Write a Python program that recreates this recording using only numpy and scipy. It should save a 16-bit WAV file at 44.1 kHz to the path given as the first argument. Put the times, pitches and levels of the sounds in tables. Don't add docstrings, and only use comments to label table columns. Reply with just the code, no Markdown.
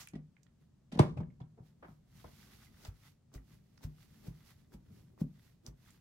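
import sys
import numpy as np
from scipy import signal
from scipy.fft import rfft, irfft, next_fast_len
from scipy.io import wavfile
from scipy.ndimage import map_coordinates

SR = 44100
rng = np.random.default_rng(int(sys.argv[2]) if len(sys.argv) > 2 else 0)


def digitize_waveform(pressure):
    field = np.atleast_2d(pressure).T
    bounded = np.clip(field, -1, 1)
    quanta = np.round(bounded * 32767).astype(np.int16)
    wavfile.write(sys.argv[1], SR, quanta)


N = 264688
TIME = np.arange(N) / SR
AGE = np.arange(SR // 2) / SR

# frequency_hz, level_db
CRACK = [(400, -11), (1500, 5), (2150, 6), (2800, 6.5), (3600, 4), (5000, 1), (8000, -8), (11000, -13.5),
         (13000, -25.5), (16000, -24)]
WAD = [(60, -49), (250, 12.5), (400, 9.5), (550, -0.5), (1000, -6.5), (2500, -34.5), (8000, -22)]
CARD = [(300, -39), (780, -10.5), (1200, 1.5), (1750, -0.5), (2050, 3.5), (2400, -15), (3000, -9),
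        (3450, -0.5), (3900, -8), (8000, -33)]
# frequency_hz, correlation
DIRECT = [(60, 1), (150, 1), (300, 0.31), (700, 0.22), (1400, 0.81), (3000, 0.083), (7000, 0.1),
          (15000, 0.49)]
DIFFUSE = [(60, 0.6), (150, .93), (300, 1), (650, 0.35), (1400, -.15), (3000, -0.78), (15000, 1)]


def blow(start_s=0.9872, level_db=-11, dispersion=0.22, right_lag_s=0.00044):
    # frequency_hz, level_db
    spectrum = [(25, -39), (70, -12.5), (125, 1), (165, 0), (230, -9.5), (350, -8), (560, -16.5),
                (880, -13), (1300, -34), (2000, -49.5), (6000, -92.5)]
    hz = np.fft.rfftfreq(len(AGE), 1 / SR)
    phase = 4 * np.pi * dispersion * np.sqrt(hz)
    phase = phase + 2 * np.pi * hz * right_lag_s * np.array([[0], [1]])
    wave = irfft(amp(along(spectrum, hz)) * np.exp(-1j * phase), len(AGE))
    sweep = peaked(wave * np.cos(np.pi * AGE) ** 2)
    modes = peaked(table_modes(low_hz=60, high_hz=4000) * onset(0.0056))
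    rattle = noise(CRACK, DIFFUSE, len(AGE), grit=0.26) * fade(AGE, 0.3)
    out = np.zeros((2, N))
    add(out, start_s, room(sweep, wet_db=-15))
    add(out, start_s + 0.0091, amp(-13) * modes + amp(-37) * rattle)
    return amp(level_db) * out


def knocks():
    # start_s, level_db, clack_hz, treble_db, rise_s, thump_db, swing_hz
    contacts = [(0.134, -40, 370, -21, 0.0022, -36.5, 228), (0.153, -48, 523, -8.5, 0.0022, -35, 213),
                (0.920, -43, 616.5, -5, 0.0044, -35, 210.3), (0.946, -43, 600, -9, 0.005, -31, 200),
                (0.973, -38, 597, -15, 0.0023, -30, 170), (0.993, -20.5, 948, -10.5, .0015, -35.5, 300),
                (1.169, -42.5, 650, -17.5, 0.00804, -29, 135),
                (1.203, -38.5, 680, -21.5, 0.0017, -31, 179.4),
                (1.401, -49.5, 740, -19.5, 0.0041, -38, 140),
                (1.574, -55.5, 616, -31.5, .013, -44.5, 139.4),
                (1.825, -45.5, 1120, -45, 0.0044, -53.5, 257),
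                (1.843, -47.5, 1146, -45, 0.0039, -52, 209.6), (1.881, -54.5, 920, -29, 0.0027, -48.5, 204),
                (2.243, -42, 762, -28, 0.00072, -48, 86), (2.851, -48.5, 757, -1, 0.0017, -58.5, 120)]
    # pitch_ratio, level_db
    clack_shape = [(.1, -15.5), (.3, -2.5), (.6, 0), (1.2, -2.5), (1.7, -12), (2.6, -21.5), (5, -40),
                   (12, -74.5)]
    out = np.zeros((2, N))
    for start_s, level_db, clack_hz, treble_db, rise_s, thump_db, swing_hz in contacts:
        t60_s, thump_lag_s = 0.04 + 5.5 * rise_s, 2.1 * rise_s
        contact = peaked(fade(AGE, t60_s) * onset(rise_s))
        clack = amp(-6) * noise(pitched(clack_shape, clack_hz), DIFFUSE, len(AGE))
        crack = amp(treble_db - 6) * noise(CRACK, DIFFUSE, len(AGE), grit=0.54)
        modes = amp(-14) * peaked(table_modes(low_hz=378, high_hz=5000) * onset(0.0021))
        add(out, start_s, amp(level_db) * (room(contact * (clack + crack), wet_db=-8) + modes))
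        weight = thump(swing_hz, ring_db=-10) + amp(-23) * rocking()
        add(out, start_s + thump_lag_s, amp(thump_db) * weight)
    return out


def ticks(tonal_t60_s=0.032, tonal_below_hz=4000):
    # start_s, level_db, pitch_hz, t60_s, left_over_right_db
    clicks = [(0.005, -47, 6150, 0.18, 0), (0.0729, -40, 2430, 0.018, -2), (0.0724, -43.5, 9700, 0.016, -2),
              (0.150, -53.5, 1946, 0.058, -2), (0.086, -45, 6860, .02, -4), (0.367, -51, 2120, 0.014, -4),
              (0.432, -55, 6350, 0.019, -7), (0.465, -62, 1880, 0.03, -6), (0.467, -64.5, 3400, .02, -15),
              (0.918, -46.5, 3720, 0.019, 6), (0.942, -46, 3750, .016, -4.5),
              (0.991, -23.5, 3460, 0.016, 4.5), (0.9935, -24, 7160, 0.0068, 1), (1.000, -33, 3657, .01, -4),
              (1.004, -47, 3480, 0.17, -7), (1.176, -50, 2514, 0.02, 0), (1.2336, -54, 1720, .012, -9),
              (1.303, -65, 2160, 0.054, -5), (1.403, -71, 4600, 0.066, -8), (1.416, -58, 3424, 0.043, -2.5),
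              (2.669, -55, 2050, .049, -3), (2.8503, -38, 4730, 0.0091, -6), (3.318, -52, 806, 0.013, -1),
              (3.34, -46, 6580, 0.016, -3), (3.378, -55, 1950, 0.034, -4.5),
              (3.776, -57.5, 5150, 0.028, -8.5), (3.778, -50.5, 1650, 0.012, -7),
              (3.809, -48.5, 811, 0.024, -2), (3.831, -48, 3850, 0.0072, -10),
              (4.721, -54.5, 1500, .014, -3), (5.178, -45, 790, 0.012, -2.5),
              (5.187, -55.5, 1893, 0.021, -3), (5.662, -44.5, 2600, 0.0076, -2),
              (5.6646, -34.5, 5870, 0.00828, -5.5), (5.906, -54, 7500, .02, -6)]
    # pitch_ratio, level_db
    snap_shape = [(.12, -28), (.5, -13), (.85, -2.5), (1, 2), (1.2, -4), (1.7, -17.5), (3, -31.5), (6, -56)]
    out = np.zeros((2, N))
    for start_s, level_db, pitch_hz, t60_s, pan_db in clicks:
        tone_share = 0.5 * min(t60_s / tonal_t60_s, 1) * (pitch_hz < tonal_below_hz)
        ping = np.sqrt(2) * np.sin(2 * np.pi * pitch_hz * AGE)
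        snap = noise(pitched(snap_shape, pitch_hz), DIRECT, len(AGE))
        click = ((1 - tone_share) * snap + tone_share * ping) * fade(AGE, t60_s)
        add(out, start_s, amp(level_db - 6) * room(click * sides(pan_db), wet_db=-8))
    return out


def dabs(crest_s=0.15, release_s=0.013, lead_s=0.005):
    # landing_s, crush_db, body_db, rise_s, thump_db, swing_hz, ring_db
    presses = [(2.88, -49, -11, 0.065, -40, 95.4, -4.5), (3.355, -47.5, 3.5, .009, -45, 118.2, -7.5),
               (3.845, -45.5, -2.5, .012, -36, 107, 6), (4.280, -52, 4, 0.031, -34.5, 142.4, 0),
               (4.745, -54.5, 6, 0.0149, -44.5, 198, -1), (5.2152, -50.5, 7, 0.013, -23, 190, -2),
               (5.680, -51.5, 6, 0.0144, -44.5, 134, 5)]
    # frequency_hz, level_db
    crush = [(200, 1), (1200, -1.5), (2500, -5.5), (5500, -3.5), (9000, -11.5), (15500, -10)]
    out = np.zeros((2, N))
    for landing_s, crush_db, body_db, rise_s, thump_db, swing_hz, ring_db in presses:
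        pressure = np.exp(np.minimum((AGE - crest_s) / rise_s, (crest_s - AGE) / release_s))
        fibres = amp(-10) * noise(crush, DIRECT, len(AGE), grit=0.16)
        body = amp(body_db - 9) * noise(WAD, DIRECT, len(AGE))
        start_s = landing_s - lead_s - crest_s
        add(out, start_s, amp(crush_db) * room(pressure * (fibres + body), wet_db=-7))
        push = amp(crush_db + 4) * rocking()
        add(out, landing_s, amp(thump_db) * thump(swing_hz, ring_db - 12) + push)
    return out


def thump(swing_hz, ring_db, width_cycles=0.92, glide=0.1, ring_rise_s=0.017):
    # delay_s, level_db
    reflections = [(0.0237, -14.5), (.031, -13.5)]
    cycles = swing_hz * AGE * np.array([[1], [2]])
    phase = (1 + glide) * np.log1p(glide * cycles) / glide
    envelope = cycles * np.exp(-(cycles / width_cycles) ** 2 / 2)
    fundamental, octave = -peaked(envelope * np.sin(2 * np.pi * phase))
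    swing = fundamental + amp(-17) * octave
    ringing = amp(ring_db) * table_modes(low_hz=40, high_hz=239.2) * onset(ring_rise_s, power=2)
    echoes = sum(amp(db) * np.interp(AGE - delay_s, AGE, swing, left=0) for delay_s, db in reflections)
    return (room(swing, wet_db=-14) + ringing + echoes) * sides(0.88)


def table_modes(low_hz, high_hz, skew_hz=700):
    # pitch_hz, level_db, t60_s
    modes = [(126.5, -4.5, 0.072), (151.54, 3, 0.36), (229, -6.5, 0.25), (249.6, -4.5, 0.27),
             (282, -6, 0.18), (353, -1.5, 0.2), (372, -7, 0.3), (450, -10.5, 0.28), (563.6, -12.5, .24),
             (614, -7.5, .22), (784, -20.5, 0.16), (794, -14.5, 0.043), (924, -14.5, .18),
             (1110, -22, 0.14), (1270, -20.5, 0.12), (1478, -22.5, .18), (1930, -19, .13),
             (2200, -18.5, 0.22), (2410, -33.5, .2), (3600, -33, .2)]
    hz, level_db, t60_s = np.transpose(modes)[:, :, None]
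    strength, skew, phase = rng.standard_normal((len(modes), 3)).T[:, :, None]
    gain = amp(level_db + 2 * strength) / (1 + (hz / high_hz) ** 4) / (1 + (low_hz / hz) ** 2)
    envelope = gain * fade(AGE, t60_s)
    angle = 2 * np.pi * hz * AGE + phase
    offset = np.minimum(hz / skew_hz, 1) * skew
    return np.array([(envelope * np.sin(angle + side * offset)).sum(0) for side in (1, -1)])


def rocking(pitch_hz=52, rise_s=0.0061, t60_s=0.22):
    return peaked(np.sin(2 * np.pi * pitch_hz * AGE) * fade(AGE, t60_s) * onset(rise_s))


def arm(lean_stretch=1.6):
    # peak_s, swish_db, rise_s, fall_s, weight_db
    strokes = [(0.004, -57.5, 0.022, 0.025, -64), (0.615, -85.5, 0.013, .025, -73.5),
               (1.668, -79.5, 0.022, 0.026, -70), (1.906, -81, .05, .04, -62.5),
               (2.191, -70.5, 0.04, 0.086, -62), (2.43, -69.5, 0.11, .15, -64),
               (2.65, -68.5, 0.12, 0.018, -64.5), (2.83, -72, 0.0581, 0.038, -64.5),
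               (3.08, -71, .07, 0.026, -75), (3.545, -74.5, 0.06, 0.027, -65.5),
               (3.72, -85.5, 0.078, .15, -72), (4.03, -70.5, 0.035, 0.016, -68),
               (4.22, -75, 0.2, 0.19, -64), (4.505, -68.5, 0.044, 0.021, -73),
               (4.588, -79.5, .03, 0.03, -63.5), (4.971, -76.5, 0.068, 0.064, -59.5),
               (5.45, -76, 0.091, 0.057, -70), (5.885, -72.5, 0.051, 0.056, -67)]
    speed_power, weight_power = np.zeros((2, N))
    for peak_s, swish_db, rise_s, fall_s, weight_db in strokes:
        speed_power += (amp(swish_db) * bell(peak_s, rise_s, fall_s)) ** 2
        lean = bell(peak_s, lean_stretch * rise_s, lean_stretch * fall_s)
        weight_power += (amp(weight_db) * lean) ** 2
    return np.sqrt(speed_power), np.sqrt(weight_power)


def swish(speed):
    # frequency_hz, level_db
    cloth = [(100, -30), (400, -8.5), (750, 5.5), (1200, 0.5), (2000, 1.5), (2700, 2), (3500, -0.5),
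             (6000, 1.5), (8500, -2), (12000, 1.5), (15500, -3.5)]
    left, right = noise(cloth, DIRECT, grit=0.14)
    right = coloured(right, [(600, 2.0), (2000, 6.0), (4500, 8.5), (8500, 1)])
    fabric = amp(0.5 + wobble(30)) * np.array([left, right])
    card = amp(-8 + 5.5 * wobble(30)) * noise(CARD, DIRECT, grit=0.77) * sides(0.17)
    return speed * (fabric + card)


def snags(speed, per_s=45, scatter_db=4, t60_s=0.014):
    slips = rng.random(N) < per_s / SR
    strength = amp(scatter_db * np.clip(rng.standard_normal(N), -2, 2))
    bursts = signal.fftconvolve(slips * strength, fade(AGE, t60_s))[:N]
    return speed * amp(-8) * unit(bursts * noise(CARD, DIRECT))


def scuffing(weight):
    return weight * amp(-15 + 4 * wobble(25)) * noise(WAD, DIRECT)


def background(weight, rest_db=-67.5, swell_db=-45, crest_s=1.12, rise_s=0.044, t60_s=1.0):
    # frequency_hz, level_db
    rumble = [(12, -61), (20, -34), (35, -12), (75, -7.5), (139, -3), (201, -9.5), (231, -10), (252, -16.5),
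              (307, -20.5), (535, -36), (600, -31), (780, -60), (1320, -120)]
    hiss = [(300, -4), (600, -9), (1000, -15.5), (2000, -21), (7000, -23.5), (11000, -32.5), (16000, -36)]
    growth = np.exp(np.minimum(TIME - crest_s, 0) / rise_s)
    swell = amp(swell_db) * growth * fade(np.maximum(TIME - crest_s, 0), t60_s)
    level = np.sqrt(amp(rest_db) ** 2 + weight ** 2 + swell ** 2) * amp(1.2 * wobble(21))
    return level * noise(rumble, DIRECT) * sides(0.65) + amp(-79) * noise(hiss, DIRECT)


def room(x, wet_db, build_s=0.0054):
    # frequency_hz, t60_s
    decay = [(60, 0.097), (150, 0.42), (400, 0.2), (1200, .28), (4000, 0.098), (12000, 0.14)]
    hz, t, bands = signal.stft(spread(rng.standard_normal((2, len(AGE))), DIFFUSE), SR, nperseg=256)
    tail = signal.istft(bands * fade(t, along(decay, hz)[:, None]), SR, nperseg=256)[1][:, :len(AGE)]
    tail = unit(tail * onset(build_s, power=2)) / np.sqrt(len(AGE))
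    return x + amp(wet_db) * signal.fftconvolve(np.atleast_2d(x), tail, axes=1)[:, :x.shape[-1]]


def noise(spectrum, correlation, size=N, grit=0):
    grains = np.sqrt(60) * (rng.random(size) < 1 / 60)
    pair = rng.standard_normal((2, size)) * (np.sqrt(1 - grit) + np.sqrt(grit) * grains)
    return unit(coloured(spread(pair, correlation), spectrum))


def coloured(x, spectrum):
    size = 2 * next_fast_len(x.shape[-1] // 2 + 4096)
    cepstrum = irfft(np.log(amp(along(spectrum, np.fft.rfftfreq(size, 1 / SR)))))
    cepstrum[1:size // 2] *= 2
    cepstrum[size // 2 + 1:] = 0
    return irfft(rfft(x, size) * np.exp(rfft(cepstrum)))[..., :x.shape[-1]]


def spread(pair, correlation):
    size = next_fast_len(pair.shape[-1])
    angle = np.arccos(np.clip(along(correlation, np.fft.rfftfreq(size, 1 / SR)), -1, 1)) / 2
    mid, side = irfft(rfft(pair, size) * [np.cos(angle), np.sin(angle)], size)[:, :pair.shape[-1]]
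    return np.array([mid + side, mid - side])


def pitched(shape, pitch_hz):
    return np.array(shape) * [pitch_hz, 1]


def along(points, hz):
    frequencies, values = np.transpose(points)
    return np.interp(np.log(hz + 1), np.log(frequencies), values)


def bell(peak_s, rise_s, fall_s):
    distance = np.maximum((peak_s - TIME) / rise_s, (TIME - peak_s) / fall_s)
    return np.exp(-np.minimum(distance, 10) ** 1.4 / 2)


def onset(rise_s, power=1):
    return 1 - np.exp(-(AGE / rise_s) ** power)


def fade(t, t60_s):
    return np.exp(-np.log(1000) * t / t60_s)


def wobble(knots_per_s):
    return map_coordinates(rng.standard_normal(400), [TIME * knots_per_s], mode="mirror")


def amp(db):
    return 10 ** (np.asarray(db) / 20)


def sides(db):
    return amp([[db / 2], [-db / 2]])


def unit(x):
    return x / np.sqrt(np.mean(x ** 2) + 1e-20)


def peaked(x):
    return x / np.abs(x).max()


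def add(track, start_s, sound):
    start = max(round(start_s * SR), 0)
    track[..., start:start + sound.shape[-1]] += sound[..., :N - start]


def scene():
    speed, weight = arm()
    impacts = blow() + knocks() + ticks() + dabs()
    return impacts + swish(speed) + scuffing(weight) + background(weight) + snags(speed)


def record(dry, top_hz=15850):
    size = next_fast_len(N + SR // 4)
    return irfft(rfft(dry, size) * (np.fft.rfftfreq(size, 1 / SR) < top_hz), size)[:, :N]


dry = scene()
out = record(dry)
digitize_waveform(out)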